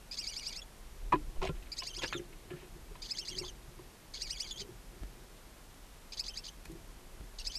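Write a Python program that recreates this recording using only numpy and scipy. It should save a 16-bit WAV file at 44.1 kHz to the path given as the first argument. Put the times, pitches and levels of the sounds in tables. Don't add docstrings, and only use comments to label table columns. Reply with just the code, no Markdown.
import sys
import numpy as np
from scipy import signal
from scipy.fft import rfft, irfft
from scipy.io import wavfile
from scipy.ndimage import uniform_filter1d

SR = 44100
rng = np.random.default_rng(int(sys.argv[2]) if len(sys.argv) > 2 else 0)


def wrap_up_sound(samples):
    columns = np.atleast_2d(samples).T
    tamed = np.clip(columns, -1, 1)
    steps = np.round(tamed * 32767).astype(np.int16)
    wavfile.write(sys.argv[1], SR, steps)


def linear_from_db(decibels):
    return 10 ** (np.asarray(decibels, float) / 20)


N = 334278

# pitch_hz, level_db
CHICK_THROAT = [(1500, -15.5), (2300, -11.5), (2750, -15.5), (3450, -2), (3900, -1.5), (4400, 1), (4800, 6),
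                (5200, -1.5), (5850, -7.5), (6400, -1.5), (7400, -15), (8500, -13), (9200, -21),
                (12000, -29)]
# start_s, peak_db, pitch_hz, t60_s
FLOOR_BOOMS = [(1.14, -27, 346, 0.079), (1.157, -35, 302, 0.15), (1.425, -36.5, 381, 0.23),
               (1.496, -35, 385, 0.054), (1.979, -48.5, 347, 0.17), (2.034, -42, 349, 0.15),
               (2.153, -37, 348.4, 0.22), (2.199, -40.5, 351, 0.12), (2.514, -40.5, 357.4, 0.25),
               (2.629, -49.5, 361, 0.13), (2.76, -54, 349, 0.16), (2.914, -53, 427, 0.079),
               (3.319, -49, 364, 0.2), (3.367, -51.5, 374, 0.48), (3.413, -40.5, 360, 0.19),
               (3.797, -46.5, 357, 0.068), (4.185, -61, 438, 0.16), (4.615, -50, 408, 0.095),
               (4.65, -52.5, 421, 0.14), (7.215, -56, 286, .15), (4.692, -48.5, 353.5, 0.13),
               (4.93, -62, 380, 0.33), (5.032, -51, 260, 0.047), (5.19, -59, 323, 0.14),
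               (6.701, -45.5, 331, 0.19), (6.755, -47, 343, 0.093)]


def evened(x):
    return x / np.sqrt(np.mean(x ** 2) + 1e-20)


def drifting(noise, size):
    return evened(uniform_filter1d(uniform_filter1d(noise, size=size), size=size))


def read(points, hz):
    f, value = np.transpose(points)
    return np.interp(np.log(hz + 1), np.log(f + 1), value)


def add(mix, s, sound):
    part = mix[round(s * SR):][:len(sound)]
    part += sound[:len(part)]


def coloured(x, gain_db):
    return irfft(rfft(x) * linear_from_db(gain_db(np.fft.rfftfreq(len(x), 1 / SR))), len(x))


def hump(hz, centre_hz, octaves):
    return np.maximum(-6 * (np.log2((hz + 1) / centre_hz) / octaves) ** 2, -80)


def stroke(t, length, rise, fall):
    return np.clip(t / rise, 0, 1) * np.exp(-np.maximum(t - length, 0) / fall)


def hiss():
    # pitch_hz, density_db (per Hz)
    hiss_spectrum = [(35, -25), (60, -14), (248, -7), (350, -14), (440, -10), (1070, -13.5), (1180, -15),
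                     (1780, -16.5), (2340, -18), (13000, -24.5), (14300, -21)]
    noise = coloured(rng.standard_normal(N), lambda f: read(hiss_spectrum, f))
    return linear_from_db(-57) * evened(noise)


def stirred(t, rest_db, step_db, share, rise, t60):
    firm_step_db = -40
    power = linear_from_db(2 * rest_db) + 0 * t
    for s, db, *_ in FLOOR_BOOMS:
        peak_db = step_db + share * (db - firm_step_db)
        below_db = np.where(t < s, 20 * (s - t) / rise, 60 * (t - s) / t60)
        power = power + linear_from_db(2 * (peak_db - below_db))
    return np.sqrt(power)


def shaking():
    # time_s, level_db
    shake_levels = [(0.0, -52), (0.78, -54), (1.1, -42), (1.14, -43), (1.26, -39), (1.33, -47),
                    (1.5, -38.5), (1.75, -53), (2.53, -55.5), (2.74, -48), (3.25, -57), (3.4, -47.5),
                    (4.03, -58), (4.35, -49.5), (4.96, -55), (5.47, -57.5), (7.28, -50.5), (7.58, -50)]
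    # pitch_hz, density_db (per Hz)
    sway_spectrum = [(7.1, -47), (12, -11), (27, 7.5), (43, 5.5), (100, -20.5), (130, -47), (220, -120)]
    t, (a, b, c) = np.arange(N) / SR, rng.standard_normal((3, N))
    coarse = t[::100]
    sway = coloured(a, lambda f: np.where(f < 110, read(sway_spectrum, f), -90))
    shuffle = coloured(b, lambda f: hump(f, 118.0, 0.76))
    rustle = coloured(c, lambda f: hump(f, 354, 0.24))
    shuffle_level = stirred(coarse, rest_db=-67, step_db=-56.5, share=0.34, rise=0.14, t60=0.86)
    rustle_level = stirred(coarse, rest_db=-73.5, step_db=-66.5, share=0.17, rise=0.52, t60=2.5)
    return (linear_from_db(np.interp(t, *np.transpose(shake_levels))) * evened(sway)
            + np.interp(t, coarse, shuffle_level) * evened(shuffle)
            + np.interp(t, coarse, rustle_level) * evened(rustle))


def jolts():
    # start_s, peak_db, pitch_hz, t60_s
    jolt_table = [
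        (1.02, -36, 37.5, 0.65),
        (1.374, -15, 15.6, 0.12),
        (1.4939, -32.5, 156, 0.11),
        (2.535, -42, 150, 0.11),
        (3.68, -45.5, 130, 0.1),
        (5.009, -37, 46, 0.36),
        (6.674, -40, 43.5, 0.18),
        (6.72, -48.5, 170, 0.14),
        (7.196, -38, 53, 0.16),
    ]
    mix, t = np.zeros(N), np.arange(20000) / SR
    for s, db, hz, t60 in jolt_table:
        rise = np.clip(t * hz / 0.44, 0, 1)
        add(mix, s, linear_from_db(db + 1.5 - 60 * t / t60) * rise * np.sin(2 * np.pi * hz * t))
    return mix


def boom(db, hz, t60, phases):
    t = np.arange(14000) / SR
    modes = [(1, 0.96), (1.17, 0.26), (0.4, 0.22), (1.55, 0.12), (.74, 0.16)]
    cluster = sum(g * np.sin(2 * np.pi * (hz * ratio * t + p)) for (ratio, g), p in zip(modes, phases))
    swell = 1 - np.exp(-(t / 0.0048) ** 2)
    sound = linear_from_db(-60 * t / np.clip(t60, .05, .4)) * swell * cluster
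    return linear_from_db(db + 4.0) * sound / abs(sound).max()


def booms():
    floor_hz = 345
    mix = np.zeros(N)
    for (s, *row), phases in zip(FLOOR_BOOMS, rng.random((len(FLOOR_BOOMS), 4))):
        add(mix, s - .006, boom(*row, [floor_hz * s, *phases]))
    return mix


def panel(drive, centre_hz, octaves):
    # pitch_hz, level_db, t60_s
    panel_modes = [(496, 16, 0.046), (542, 5, 0.11), (688, -8, 0.029), (957, 1, 0.027), (1053, 9.5, 0.028),
                   (1380, 10, 0.048), (1700, 14, 0.023), (1840, 8, 0.051), (2120, 5, 0.011),
                   (2550, 2, 0.088), (2620, -1, 0.031), (2960, -3, 0.031), (3170, 7, 0.038),
                   (3720, -9, 0.042)]
    t, sound = np.arange(len(drive)) / SR, linear_from_db(-120) * drive
    for hz, db, t60 in panel_modes:
        near_db = hump(hz, centre_hz, octaves)
        if near_db < -38:
            continue
        mode = linear_from_db(-60 * t / min(t60, .08)) * np.sin(2 * np.pi * hz * t)
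        ring = signal.fftconvolve(drive, mode)[:len(t)]
        sound = sound + linear_from_db(db + near_db) * evened(ring)
    return sound


def knock(length, wood_db, wood_hz, claw_db, claw_hz, noise, luck):
    t = np.arange(len(noise)) / SR
    slips = np.convolve(luck < .005, np.exp(-t[:400] / 0.00075))[:len(t)]
    touch = stroke(t, length, .25 * length, np.minimum(.6 * length, .005))
    impacts = noise * (.6 + slips) * touch
    wood = panel(noise * touch, wood_hz, .17)
    upper = panel(impacts, claw_hz, 0.35)
    padded = np.pad(impacts, 500)
    scratch = coloured(padded, lambda f: hump(f, claw_hz, claw_hz / 4200))[500:-500]
    held = int((length + .003) * SR)
    wood, upper, scratch = (v / np.sqrt(np.mean(v[:held] ** 2)) for v in (wood, upper, scratch))
    grip = np.clip((4200 - claw_hz) / 2500, 0, 1)
    return linear_from_db(wood_db) * wood + linear_from_db(claw_db) * (0.24 * grip * upper + 0.82 * scratch)


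def contacts():
    # start_s, length_s, wood_db, wood_centre_hz, claw_db
    foot_knocks = [(1.121, 0.0077, -32, 895, -44.5), (1.126, 0.013, -40, 680, -45),
                   (1.121, 0.006, -39, 2530, -44), (1.124, 0.023, -44, 1840, -61),
                   (1.15, 0.0085, -43, 1140, -50), (1.358, 0.014, -56.5, 780, -66),
                   (1.415, 0.011, -40, 940, -45), (1.424, 0.03, -40, 730, -48.5),
                   (1.414, 0.021, -49, 1380, -54), (1.45, 0.031, -56, 1020, -46),
                   (1.488, 0.0078, -48.5, 1210, -49.5), (1.4942, 0.0037, -46.5, 516, -58),
                   (1.819, 0.0069, -47.5, 990, -48), (1.824, .014, -55, 690, -61),
                   (1.973, 0.024, -57, 1200, -71), (2.013, 0.035, -47, 840, -43),
                   (2.028, 0.02, -44.5, 540, -43), (2.024, .03, -57, 2120, -60),
                   (2.03, 0.026, -49, 1760, -45), (2.126, 0.0016, -35.5, 1750, -59),
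                   (2.127, 0.026, -49, 1380, -52), (2.13, 0.013, -45, 2100, -61),
                   (2.503, 0.0073, -55.5, 763, -51.5), (2.507, 0.035, -60, 1520, -58.5),
                   (2.551, 0.029, -66, 1960, -66), (2.556, 0.089, -70, 885, -61),
                   (2.952, 0.0058, -52.5, 880, -55), (3.426, 0.017, -53.5, 950, -69),
                   (3.788, 0.0081, -58, 940, -65), (5.023, 0.0035, -64, 700, -68),
                   (6.654, 0.0047, -61, 850, -70)]
    # start_s, length_s, level_db, centre_hz
    claw_ticks = [(1.414, .06, -58, 3800), (1.548, 0.021, -60.5, 2370), (1.625, 0.0045, -55, 2550),
                  (1.656, .02, -60, 2340), (1.822, 0.0032, -45, 2540), (2.016, 0.025, -42.5, 3530),
                  (2.0334, 0.0022, -34, 2700), (2.037, 0.0019, -45, 2200), (2.039, 0.0017, -42.5, 3200),
                  (2.0449, 0.001, -38, 1910), (2.1295, 0.0025, -37.5, 2130), (2.1294, .003, -38.5, 2700),
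                  (2.506, 0.0024, -55, 2180), (1.125, 0.0084, -58, 3700), (2.192, 0.0091, -55.5, 2030),
                  (2.325, 0.0086, -57, 2400), (6.653, 0.0031, -51, 5530), (6.654, 0.0032, -50, 2200),
                  (6.716, 0.0042, -56, 7000)]
    # start_s, level_db, centre_hz
    drag_slips = [(1.4185, -49, 3400), (1.4282, -45.5, 3550), (1.4315, -41, 2500), (1.4413, -41, 2920),
                  (1.4516, -46, 3300), (1.452, -42, 2900), (1.458, -50, 3200), (1.4625, -47, 2700),
                  (1.467, -45, 2400), (1.473, -44, 2500), (1.4895, -46, 3300)]
    slip_s, sill_db, sill_hz = 0.00077, -5, 850
    tick_wood_db, foot_claw_hz = -36, 2400
    touches = [(*row, foot_claw_hz) for row in foot_knocks]
    touches += [(s, d, db + tick_wood_db, 1400, db, hz) for s, d, db, hz in claw_ticks]
    touches += [(s, slip_s, db + sill_db, sill_hz, db, hz) for s, db, hz in drag_slips]
    mix = np.zeros(N)
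    noise, luck = rng.standard_normal((len(touches), 8192)), rng.random((len(touches), 8192))
    for k, (s, *row) in enumerate(touches):
        size = int((row[0] + .09) * SR)
        add(mix, s, knock(*row, noise[k, :size], luck[k, :size]))
    return mix


def squeak():
    start_s, length_s, pitch_hz, level_db = 1.4705, .009, 2700, -52
    mix, t = np.zeros(N), np.arange(int(length_s * SR)) / SR
    tone = sum(np.sin(2 * np.pi * k * pitch_hz * t) for k in range(1, 4))
    add(mix, start_s, linear_from_db(level_db) * np.hanning(len(t)) * tone)
    return mix


def landing():
    # start_s, level_db
    toe_blows = [
        (1.1225, -10),
        (1.1258, 0),
        (1.134, -2),
    ]
    # pitch_hz, level_db, t60_s
    roof_modes = [(760, -26, .03), (920, -39, 0.023), (1004, -16, 0.052), (1040, -32, 0.042),
                  (1104, -20, 0.034), (1480, -38, 0.033), (1800, -39, 0.046), (2100, -43, .03),
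                  (2450, -36, 0.05), (2330, -39, .022), (2870, -46, .03), (3300, -54, .04),
                  (4410, -51, .04)]
    rise_s, scatter_turns = 0.0013, .25
    mix, t = np.zeros(N), np.arange(6000) / SR
    for (s, blow_db), phases in zip(toe_blows, rng.random((len(toe_blows), len(roof_modes)))):
        ring = sum(linear_from_db(db - 60 * t / t60) * np.sin(2 * np.pi * (hz * t + scatter_turns * p))
                   for (hz, db, t60), p in zip(roof_modes, phases))
        add(mix, s, linear_from_db(blow_db) * ring * (1 - np.exp(-t / rise_s)))
    return mix


def adult():
    return landing() + booms() + contacts() + squeak() + jolts()


def box(mix):
    # pitch_hz, level_db, t60_s
    air_modes = [(2930, -26, 0.13), (3170, -34, 0.045), (3590, -5, 0.36), (3906, 2.5, 0.078),
                 (4610, -3.5, 0.12), (4785, -11, 0.049), (5460, -6, 0.031), (6090, -5, 0.023),
                 (6430, -2, 0.039), (6697, 2.5, 0.042), (6840, -0.5, 0.029), (7200, -15, 0.026),
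                 (8800, 0, 0.022), (9110, 2.5, 0.027)]
    tail_db, tail_t60_s = -10, 0.058
    t = np.arange(4000) / SR
    echoes = rng.choice([-1., 1.], len(t)) * (rng.random(len(t)) < .05) * (t > .003)
    walls = echoes * linear_from_db(-60 * t / tail_t60_s)
    modes = np.zeros(len(t))
    for k, (hz, db, t60) in enumerate(air_modes):
        unit_gain = 2 * np.log(1000) / (t60 * SR)
        modes += (-1) ** k * linear_from_db(db - 60 * t / t60) * unit_gain * np.sin(2 * np.pi * hz * t)
    response = linear_from_db(1.5) * modes + linear_from_db(tail_db) * walls / np.linalg.norm(walls)
    return mix + signal.oaconvolve(mix, response)[:N]


def rasp(length, db, rise, breath):
    flap_hz, wander, voiced = 640, .09, .5
    t = np.arange(len(breath)) / SR
    puffs = linear_from_db(3.0 * drifting(breath[::-1], 100))
    drift = drifting(np.roll(breath, 3000), 260)
    turns = 2 * np.pi * np.cumsum(flap_hz * (1 + wander * drift)) / SR
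    flaps = evened(sum(np.cos(k * turns + k * k) for k in range(3, 14)))
    source = (voiced * flaps + (1 - voiced) * breath) * puffs
    air = coloured(source, lambda f: 1.12 * read(CHICK_THROAT, f * 1.012) + hump(f, 2900, 7.0))
    return linear_from_db(db - 5.2 * t / length) * evened(air) * stroke(t, length - .004, rise, 0.0013)


def note(length, start_hz, mid_hz, end_hz, db, chance, climb=1, bend=1, held=False):
    flutter_db, ragged_db = 2.6, 1.6
    held_dull_db, held_fade_db = -1, 1.5
    root_db, release_s = -3, .006
    u = np.linspace(0, 1, int(length * SR))
    hz = np.polyval(np.polyfit([0, .5, 1], [start_hz, mid_hz, end_hz], 2), u)
    if held:
        hz = start_hz + (end_hz - start_hz) * np.sin(np.pi / 2 * np.minimum(u / climb, 1)) ** bend
    wobble, flutter = (drifting(c, 40)[:len(u)] for c in chance)
    turns = 2 * np.pi * np.cumsum(hz * (1 + .008 * wobble)) / SR
    glide = np.clip(end_hz / start_hz - 1, 0, .45)
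    swell_db = 10.0 * glide * (np.exp(-((u - .4) / 0.61) ** 2) - 1)
    bright_db = -2.5 + 1.04 * (db + 42.0 + swell_db)
    gains = np.array([linear_from_db(read(CHICK_THROAT, k * hz) + 0.14 * swell_db + bright_db * min(k - 1, 1) - 0.51 * k)
                      for k in range(1, 6)])
    gains[1:] *= np.clip(u * length / (0.0021 + held * 0.03 * glide), 0, 1)
    gains[2:] *= linear_from_db(held * held_dull_db * np.arange(1, 4)[:, None] * np.clip(u / climb, 0, 1.3) ** 3)
    gains[0] *= linear_from_db(held * root_db * (2 - 3.2 * u ** 3))
    gains *= linear_from_db([ragged_db * k * np.roll(flutter, 97 * k) for k in range(5)])
    voice = (gains * np.sin(np.arange(1, 6)[:, None] * turns)).sum(0)
    strong = np.percentile(np.sqrt((gains ** 2).sum(0) / 2), 80)
    level = linear_from_db(db + flutter_db * flutter + held * held_fade_db * u ** 3)
    release = np.clip((1 - u) * length / release_s, 0, 1) ** .5
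    return level * voice / strong * release * signal.windows.tukey(len(u), 0.004 / length)


def chicks():
    # start_s, length_s, start_hz, top_hz, level_db
    main_sweeps = [(0.178, 0.039, 2060, 2800, -39.5), (0.554, 0.046, 1990, 2735, -44),
                   (1.775, 0.036, 1770, 2620, -38.5), (1.864, 0.031, 1930, 2760, -41),
                   (3.095, 0.035, 1740, 2580, -38.5), (3.176, 0.034, 1700, 2700, -38),
                   (3.271, 0.041, 1800, 2840, -42.5), (3.374, 0.035, 1803, 2770, -39),
                   (4.21, 0.031, 1743, 2810, -37.5), (4.294, 0.044, 1800, 2920, -40.5),
                   (4.6, 0.014, 1800, 2490, -44.5), (6.273, 0.028, 1810, 2625, -39.5),
                   (6.36, 0.041, 1730, 2690, -44), (7.459, 0.028, 1744, 2660, -37),
                   (7.551, 0.032, 2330, 2704, -40.5)]
    # start_s, length_s, start_hz, top_hz, level_db
    ramp_sweeps = [
        (0.266, 0.04, 2190, 2930, -39.5),
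        (0.361, 0.042, 2224, 2900, -40),
        (0.461, 0.038, 2240, 2900, -40.5),
        (1.954, 0.034, 2040, 2930, -44.5),
        (2.051, 0.036, 2190, 2980, -44),
        (4.394, 0.036, 1944, 2990, -39),
        (6.184, 0.03, 1746, 2594, -37),
    ]
    # start_s, length_s, middle_hz, level_db
    return_strokes = [(0.21, 0.05, 2330, -48), (0.303, 0.04, 2294, -50.5), (0.404, 0.03, 2300, -49),
                      (0.5, 0.028, 2290, -51), (2.1, 0.024, 2200, -53), (3.134, 0.018, 2110, -53),
                      (3.322, 0.024, 2120, -55), (3.413, 0.026, 2180, -54), (4.238, 0.04, 2360, -47.5),
                      (4.337, 0.036, 2350, -50), (4.44, 0.032, 2270, -51)]
    # start_s, length_s, middle_hz, level_db
    upward_pips = [(0.111, 0.039, 2524, -43.5), (4.142, 0.016, 2237, -44), (4.153, .014, 2900, -56),
                   (4.166, 0.019, 3360, -50), (0.213, 0.014, 3110, -51), (0.33, 0.017, 3250, -48),
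                   (0.428, 0.023, 2390, -47), (0.528, 0.025, 2390, -53), (0.531, 0.028, 3450, -55),
                   (1.717, 0.018, 2410, -38), (1.93, .022, 3070, -47.5), (2.119, 0.018, 3280, -48),
                   (3.023, 0.015, 2400, -40.5), (3.042, 0.026, 2960, -54), (3.148, 0.015, 3160, -46),
                   (3.344, 0.018, 3170, -47), (3.435, 0.017, 3230, -47), (4.368, .015, 3360, -46),
                   (4.556, 0.034, 3300, -48.5), (4.595, 0.0063, 2400, -40), (6.12, 0.021, 2490, -48),
                   (7.41, 0.015, 2860, -53.5), (6.236, 0.009, 2980, -50), (6.335, 0.015, 3100, -48),
                   (6.431, 0.02, 3290, -55), (6.466, 0.0089, 2420, -41.5), (6.48, 0.016, 3015, -45.5),
                   (7.51, 0.013, 3140, -46.5)]
    # start_s, length_s, middle_hz, drop_share, level_db
    falling_peeps = [(0.617, 0.015, 3410, .01, -48.5), (1.729, 0.013, 2340, 0.074, -46),
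                     (1.805, 0.038, 2960, 0.038, -51.5), (1.895, .008, 3250, .02, -50),
                     (1.9, 0.02, 3140, 0.091, -49), (1.989, 0.015, 3340, 0.051, -44),
                     (2.006, 0.014, 3100, .08, -50.5), (2.135, 0.025, 3650, 0.0091, -46.5),
                     (2.158, 0.034, 3265, 0.28, -45.5), (3.054, 0.0097, 3300, .01, -52),
                     (3.092, 0.014, 3540, .01, -52), (3.211, 0.019, 3170, 0.026, -49),
                     (3.224, .02, 2930, .04, -50), (3.313, 0.028, 3210, .1, -48.5),
                     (3.452, 0.022, 3520, .01, -52), (3.478, 0.028, 3180, 0.22, -45.5),
                     (4.33, 0.013, 3250, .015, -50.5), (4.428, 0.011, 3410, .02, -44.5),
                     (4.439, 0.019, 3180, 0.046, -53), (4.46, .016, 3250, .01, -56),
                     (4.508, 0.021, 3464, 0.051, -40.5), (4.537, 0.018, 3170, 0.044, -54),
                     (2.085, 0.025, 3320, .1, -56), (4.614, 0.017, 3050, 0.1, -48.5),
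                     (6.14, .011, 3070, .01, -54.5), (6.243, 0.019, 3500, .02, -58),
                     (6.301, 0.025, 3114, 0.07, -54.5), (7.395, 0.014, 2810, 0.088, -46.5),
                     (7.498, 0.017, 3040, 0.044, -48.5)]
    # start_s, length_s, level_db
    breath_rasps = [(0.118, 0.016, -44), (0.131, 0.029, -44), (0.238, 0.012, -43.5), (.246, 0.033, -50),
                    (0.292, 0.01, -45), (.39, .011, -46), (0.491, .011, -47), (0.331, 0.024, -47),
                    (0.425, 0.055, -50.5), (0.524, 0.019, -43), (1.832, 0.023, -45.5), (1.89, 0.0098, -47),
                    (1.98, 0.02, -45), (2.073, 0.023, -46), (3.017, 0.015, -46), (3.034, .05, -48),
                    (3.249, 0.019, -45.5), (3.298, 0.022, -48.5), (3.447, 0.045, -49), (4.135, 0.049, -45),
                    (4.162, 0.037, -51), (4.268, 0.021, -45.5), (4.469, 0.051, -45), (4.572, 0.036, -48),
                    (4.598, .024, -41), (6.12, 0.031, -45), (6.156, 0.0069, -50), (6.236, 0.024, -47),
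                    (6.384, 0.017, -51), (6.438, 0.055, -47), (7.384, 0.021, -45.5), (7.406, 0.027, -50),
                    (7.517, 0.032, -47)]
    main_shape, ramp_shape = (.72, 1.7), (0.83, 1.6)
    ends = 1 - 0.023
    puff_lead_s, puff_s, puff_db, puff_rise_s = .027, 0.025, -4.5, 0.011

    sweeps = main_sweeps + ramp_sweeps
    notes = [(s, d, hz, (hz + top_hz) / 2, top_hz, db) for s, d, hz, top_hz, db in sweeps]
    notes += [(s, d, 1.1 * hz, hz, .92 * hz, db) for s, d, hz, db in return_strokes]
    notes += [(s, d, .94 * hz, hz, 1.095 * hz, db) for s, d, hz, db in upward_pips]
    notes += [(s, d, (ends + drop / 2) * hz, hz, (ends - drop / 2) * hz, db)
              for s, d, hz, drop, db in falling_peeps]
    rasps = [(*row, .0035) for row in breath_rasps]
    rasps += [(s + d / 3 - puff_lead_s, puff_s, db + puff_db, puff_rise_s) for s, d, *_, db in sweeps]

    mix = np.zeros(N)
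    for k, (s, *row) in enumerate(notes):
        shape = main_shape if k < len(main_sweeps) else ramp_shape
        add(mix, s, note(*row, rng.standard_normal((2, 4000)), *shape, held=k < len(sweeps)))
    for (s, *row), breath in zip(rasps, rng.standard_normal((len(rasps), 6000))):
        add(mix, s, rasp(*row, breath))
    return mix


def scene():
    return (box(chicks() + adult()) + shaking() + hiss())[None]


def top_cut(x):
    return signal.sosfilt(signal.butter(12, 14440, fs=SR, output="sos"), x)


def record(dry):
    packet_gaps = [4.074, 4.714, 5.0341, 5.29, 5.674, 5.994, 6.25, 6.57, 6.634, 6.9539, 7.21, 7.53]
    gap_s, edge_hz = .002, 13570
    t = np.arange(N) / SR
    kept = np.all([(t < s) | (t > s + gap_s) for s in packet_gaps], axis=0)
    band = signal.firwin(255, edge_hz, window=("kaiser", 8), fs=SR)
    return top_cut(signal.oaconvolve(dry, band[None], "same") * kept)


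dry = scene()
out = record(dry)
wrap_up_sound(out)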